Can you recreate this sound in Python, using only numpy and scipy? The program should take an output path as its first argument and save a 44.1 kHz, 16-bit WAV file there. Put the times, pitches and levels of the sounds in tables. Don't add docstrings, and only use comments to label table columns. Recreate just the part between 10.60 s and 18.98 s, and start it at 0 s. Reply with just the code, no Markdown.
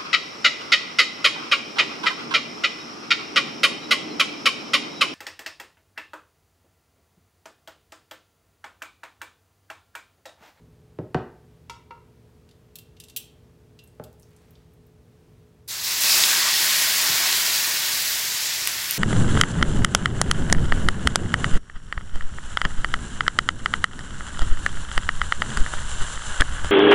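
import sys
import numpy as np
from scipy import signal
from scipy.fft import rfft, irfft
from scipy.io import wavfile
from scipy.ndimage import uniform_filter1d

SR = 44100
rng = np.random.default_rng(int(sys.argv[2]) if len(sys.argv) > 2 else 0)


def materialize(psi):
    bounded = np.clip(np.atleast_2d(psi).T, -1, 1)
    quanta = np.round(bounded * 32767).astype(np.int16)
    wavfile.write(sys.argv[1], SR, quanta)


N = 369558
TIME = np.arange(N) / SR
HIT_TIME = TIME[:SR // 2]
TOP_HZ = 15900


def sizzle(drying_start_s=6.585, waver_db=0.66):
    # top of the band in Hz, relative level in dB,
    # growth time in seconds, extra flare in dB, drying loss in dB per second.
    groups = [(1557, -9, 0.043, 1, 4.5), (3500, 0, 0.031, -6, 4.2), (8280, 4.5, 0.012, -6, 4.5),
              (18600, 1.38, .004, -1.5, 4.5)]
    bands = split(frying(), [row[0] for row in groups])
    drying_s = np.maximum(TIME - drying_start_s, 0)
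    layers = []
    for band, (_, db, growth_s, flare_db, loss) in zip(bands, groups):
        level_db = db - loss * drying_s + waver_db * drift(5)
        layers.append(band * boiling(growth_s, flare_db) * gain(level_db))
    layers[-1] *= gain(-2.5 * swell(5.86, 0.049))
    return sum(layers)


def frying():
    # frequency in Hz, level in dB.
    heard_tone = [(40, -30), (110, -30), (180, -11), (290, -16.5), (520, -17), (900, -4), (1300, -4),
                  (1900, -2.5), (3000, -1), (5000, 0.5), (7700, -1), (8300, -4), (12000, -2.5), (16000, -3)]
    # frequency in Hz, width in Hz, boost in dB.
    pan = [(174, 77, 5.5), (362, 112, 11), (618, 170, 7), (950, 53, 0), (1100, 270, 3), (1484, 210, 3.5),
           (1887, 150, 4), (2183, 63, 4), (2560, 98, 1), (4080, 1100, 2), (4730, 200, 1.5),
           (5410, 100, 4.5)]
    crackle = pops(rate=14000, spread_db=2.5)
    bubbles = 0
    for hz in np.geomspace(300, 15000, 22):
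        ringing = unit(resonate(pops(rate=3000, spread_db=2.5), hz, hz / 6))
        flurries = gain(1.63 * drift(60) + 1.5 * drift(11))
        bubbles += ringing * np.sqrt(hz) * flurries
    fry = colour(crackle + gain(-2) * unit(bubbles), heard_tone, pan)
    return in_room(fry * gain(0.11 * drift(35)), wet_db=-15)


def boiling(growth_s, extra_flare_db):
    # start in seconds, steady level in dB,
    # flare in dB relative to that level, flare time in seconds.
    landings = [(5.076, -38.5, -3.5, 0.086), (5.232, -33.5, -7, .1), (5.402, -31.5, 4.5, 0.11),
                (5.485, -33, 7, 0.17)]
    power = 0
    for start, db, flare_db, flare_s in landings:
        age = np.maximum(TIME - start, 0)
        steady = gain(db) * (1 - np.exp(-age / growth_s))
        flare = gain(flare_db + extra_flare_db) ** 2 * np.exp(-age / flare_s)
        power += steady ** 2 * (1 + flare)
    return np.sqrt(power)


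def steam():
    # peak time and half-length in seconds, pitch and width in Hz, level in dB.
    jets = [(5.535, 0.072, 5040, 900, -23.5), (5.553, 0.11, 2610, 220, -30.5),
            (5.77, 0.079, 1770, 500, -31.5), (5.868, 0.055, 1100, 240, -32)]
    out = np.zeros(N)
    for peak_s, half_s, hz, width, db in jets:
        hiss = cut(pops(rate=4000, spread_db=-0.5), [hz - width / 2, hz + width / 2], "band")
        out += gain(db) * swell(peak_s, half_s) * unit(hiss)
    return out


def spits():
    # start in seconds, level in dB, pitch in Hz, width in Hz, fade time in seconds.
    drops = [(5.605, -22, 5000, 1200, 0.007), (5.6377, -16, 4200, 2000, 0.0046),
             (6.728, -23.5, 5000, 4000, .003), (8.0734, -20.5, 5500, 12000, 0.013),
             (8.3098, -22.5, 13500, 3500, 0.0033)]
    out = np.zeros(N)
    for start, db, hz, width, fade_s in drops:
        snap = cut(resonate(burst(fade_s), hz, width), TOP_HZ)
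        add(out, start, gain(db) * unit_hit(snap))
    return in_room(out, wet_db=-9)


def knocks(lag_s=0.00588):
    # start in seconds, level in dB, treble cutoff in Hz,
    # body level in dB relative to the thud, pitch of the struck spot in Hz.
    blows = [(0.3866, -29.5, 440, -0.5, 215), (0.5447, -21, 1390, -1.5, 990), (3.3966, -35, 820, -5, 800),
             (6.491, -44.5, 225, 6, 181)]
    # frequency in Hz, level in dB.
    tone = [(60, -20), (160, -7), (280, -2.5), (430, 3.5), (780, -0.5), (1100, -3), (1600, -0.5),
            (2300, -3.5), (2900, -3), (4500, -3.5), (9000, -4), (15000, -6)]
    # frequency in Hz, fade time in seconds.
    decays = [(150, 0.11), (700, 0.077), (1600, 0.051), (4000, 0.029)]
    # pitch in Hz, level in dB, fade time in seconds.
    notes = [(87, -6, 0.11), (126, 0, 0.085), (168, 3, 0.067), (232, -1, 0.087), (330, -10, 0.12),
             (382, -6.5, 0.19), (416, -3, 0.059), (510, -11, 0.1), (605, -12, 0.12), (728, -7.5, 0.14)]
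    out = np.zeros(N)
    for start, db, cutoff_hz, body_db, spot_hz in blows:
        shudder = gain(-1) * unit_hit(damped(decays)) * (1 - fade(0.01))
        board = unit_hit(bending_wave(lag_s)) + shudder
        board = colour(board, tone, boosts=[(spot_hz, 0.4 * spot_hz, 5)])
        thud = unit_hit(cut(board, cutoff_hz))
        body = unit_hit(cut(ring(notes), [70, cutoff_hz], "band"))
        add(out, start, gain(db) * thud)
        add(out, start + lag_s, gain(db + body_db) * body)
    return in_room(out, wet_db=-8.5)


def bending_wave(lag_s, at_hz=150):
    hz = np.arange(len(HIT_TIME) // 2 + 1) * SR / len(HIT_TIME)
    return irfft(np.exp(-4j * np.pi * lag_s * np.sqrt(at_hz * hz)), len(HIT_TIME))


def tongs():
    # start in seconds, level in dB, treble cutoff in Hz,
    # the second arm's delay in seconds, its level in dB relative to the first.
    grips = [(1.89, -61.5, 5000, .021, 1.5), (2.1558, -41, 14000, .0304, -4), (2.367, -60, 4000, .004, -4),
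             (2.4004, -43, 9000, .0376, -6), (2.4843, -52, 8550, .0134, 2),
             (2.563, -28.5, 16000, .0076, -1), (3.1901, -51.5, 4200, .004, -7),
             (3.4381, -48.5, 11900, .004, -18)]
    out = np.zeros(N)
    for start, db, cutoff_hz, lag_s, second_db in grips:
        add(out, start, gain(db) * steel_click(cutoff_hz))
        add(out, start + lag_s, gain(db + second_db) * steel_click(cutoff_hz))
    return in_room(out, wet_db=-9.5)


def steel_click(cutoff_hz):
    # frequency in Hz, level in dB.
    tone = [(300, -26), (1300, -25.5), (2300, -12), (2850, -1), (3800, 0), (5500, -4.5), (9500, -3.5),
            (12500, 2.5), (16000, 2.5)]
    # pitch in Hz, level in dB, fade time in seconds.
    notes = [(2730, 6, 0.14), (3370, 6, 0.04), (3610, 9, 0.046), (4900, -11, .1), (6950, 3, 0.086),
             (7550, -1, 0.15), (9300, -2, .08), (11850, -1, 0.065), (12900, 4, 0.096), (13450, -6, .1),
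             (14950, -4.5, .08)]
    varied = [(hz, db + 2.9 * rng.standard_normal(), fade_s) for hz, db, fade_s in notes]
    click = unit_hit(colour(burst(fade_s=0.048), tone))
    ringing = gain(-18) * unit_hit(ring(varied))
    return unit_hit(cut(click + ringing, cutoff_hz))


def clinks():
    # start in seconds, level in dB, treble cutoff in Hz, rise time in seconds.
    touches = [(1.0966, -36, 6540, 0.00092), (1.307, -40, 1910, 0.0016)]
    # pitch in Hz, level in dB, fade time in seconds.
    notes = [(380, -11, 0.12), (497, -7, 0.07), (939, -2.5, 0.13), (974, 5.5, 0.031), (1320, 0, 0.061),
             (1390, -9.5, 0.15), (2060, -1, 0.031), (2306, 2, 0.04), (2730, -4, 0.06), (2820, -2, 0.028),
             (3360, -2, 0.031), (3710, -0.5, 0.038), (4260, -3, 0.039), (4500, -11, .08), (4910, -6, 0.054),
             (5520, -11, 0.082), (6000, -5, 0.04), (6750, -8, .06), (7800, -17, .05), (11300, -14, .05),
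             (11830, -7, .06), (13100, -10, .04)]
    out = np.zeros(N)
    for start, db, cutoff_hz, rise_s in touches:
        ringing = unit_hit(ring(notes))
        clatter = gain(-2) * unit_hit(cut(burst(fade_s=0.039), 900, "high"))
        clink = (ringing + clatter) * (1 - np.exp(-HIT_TIME / rise_s))
        add(out, start, gain(db) * unit_hit(cut(clink, cutoff_hz)))
    return in_room(out, wet_db=-7)


def meat():
    # start in seconds, level in dB, pitch in Hz.
    smacks = [(3.238, -57, 13900), (3.2749, -61, 9550), (3.597, -60, 10200), (3.6296, -60, 5950),
              (3.7638, -62, 7840), (3.907, -61, 13200), (3.954, -61, 3540), (4.1359, -68, 13500),
              (4.2656, -67, 13600)]
    drag = cut(pops(rate=1300, spread_db=2.5), 640, "high")
    drag = unit(cut(drag, 1900, order=1))
    peel = unit(cut(pops(rate=120, spread_db=4), 5000, "high"))
    out = gain(-69) * swell(3.83, 0.18) * drag + gain(-77) * swell(3.66, 0.38) * peel
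    for start, db, hz in smacks:
        snap = cut(burst(fade_s=0.029), [2500, 2 * hz], "band")
        add(out, start, gain(db) * unit_hit(resonate(snap, hz, hz / 4)))
    return in_room(out, wet_db=-6)


def background():
    # frequency in Hz, relative level in dB.
    tone = [(15, -55), (25, -27), (36, -9), (64, 0), (123, -5.5), (166, -4), (185, -11.5), (242, -10.5),
            (363, -18), (394, -22), (427, -13), (545, -21.5), (591, -21.5), (1400, -29.5), (16000, -44)]
    # pitch in Hz, level in dB.
    notes = [(80.7, -66), (118.4, -59), (161.5, -62.5), (242.2, -66), (360.7, -69), (425.3, -62.5),
             (473.7, -69.5), (597.5, -77.5)]
    air = cut(colour(rng.standard_normal(N), tone), 47.4, "high", order=4)
    air = gain(-56 + 0.5 * drift(2.66)) * unit(air)
    hum = 0
    for hz, db in notes:
        loudness = gain(db + 0.47 * drift(1.66))
        hum += loudness * np.sin(2 * np.pi * hz * TIME + 0.5 * drift(9.4))
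    return air + hum


def in_room(x, wet_db, build_s=0.0037):
    # frequency in Hz, fade time in seconds.
    decays = [(100, 0.42), (700, 0.49), (2000, 0.46), (5000, 0.36), (13000, 0.19)]
    tail = damped(decays) * (1 - np.exp(-(HIT_TIME / build_s) ** 2))
    tail /= np.sqrt(np.sum(tail ** 2))
    return x + gain(wet_db) * signal.fftconvolve(x, tail)[:N]


def pops(rate, spread_db):
    size = gain(spread_db * np.minimum(rng.exponential(size=N), 6))
    return unit((rng.random(N) < rate / SR) * size * rng.choice([-1, 1], N))


def ring(notes):
    return sum(rng.choice([-1, 1]) * gain(db) * fade(fade_s) * np.sin(2 * np.pi * hz * HIT_TIME)
               for hz, db, fade_s in notes)


def burst(fade_s):
    return rng.choice([-1, 1], len(HIT_TIME)) * fade(fade_s)


def damped(decays):
    edges = np.geomspace(50, SR / 2.2, 9)
    return sum(cut(burst(look_up(decays, np.sqrt(low * high))), [low, high], "band")
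               for low, high in zip(edges, edges[1:]))


def fade(fade_s):
    return np.exp(-np.log(1000) * HIT_TIME / fade_s)


def swell(peak_s, half_s):
    return np.exp(-((TIME - peak_s) / half_s) ** 2)


def drift(rate):
    step = int(SR / rate)
    stairs = np.repeat(rng.standard_normal(N // step + 1), step)
    return unit(uniform_filter1d(stairs, step)[:N])


def colour(x, tone, boosts=()):
    size = 8192
    hz = np.arange(size // 2 + 1) * SR / size
    peaks_db = sum(db / (1 + (2 * (hz - centre) / width) ** 2) for centre, width, db in boosts)
    cepstrum = irfft(np.log(gain(look_up(tone, hz) + peaks_db)))
    cepstrum[1:size // 2] *= 2
    cepstrum[size // 2 + 1:] = 0
    response = irfft(np.exp(rfft(cepstrum)))[:size // 2]
    return signal.fftconvolve(x, response)[:len(x)]


def cut(x, hz, keep="low", order=2):
    sections = signal.butter(order, np.minimum(hz, SR / 2.1), keep, fs=SR, output="sos")
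    return signal.sosfilt(sections, x)


def resonate(x, hz, width):
    peak = signal.iirpeak(min(hz, SR / 2.2), hz / min(width, SR / 3), fs=SR)
    return signal.lfilter(*peak, x)


def split(x, edges):
    hz = np.arange(N // 2 + 1) * SR / N
    spectrum = rfft(x)
    below = [0] + [1 / (1 + (hz / edge) ** 24) for edge in edges]
    return [unit(irfft(spectrum * (high - low), N)) for low, high in zip(below, below[1:])]


def look_up(points, hz):
    known_hz, values = np.transpose(points)
    return np.interp(np.log(hz + 1), np.log(known_hz), values)


def gain(db):
    return 10 ** (np.asarray(db) / 20)


def unit(x):
    return x / np.sqrt(np.mean(x ** 2))


def unit_hit(x):
    return x / np.sqrt(np.mean(x[:SR // 100] ** 2))


def add(track, start_s, x):
    i = int(start_s * SR)
    track[i:i + len(x)] += x[:max(N - i, 0)]


def scene():
    mono = sizzle() + steam() + spits() + knocks() + clinks() + tongs() + meat() + background()
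    return np.array([mono, mono])


def record(dry):
    treble_cut = signal.ellip(12, 0.1, 80, TOP_HZ, fs=SR, output="sos")
    return signal.sosfilt(treble_cut, np.clip(dry, -1, 1))


dry = scene()
out = record(dry)
materialize(out)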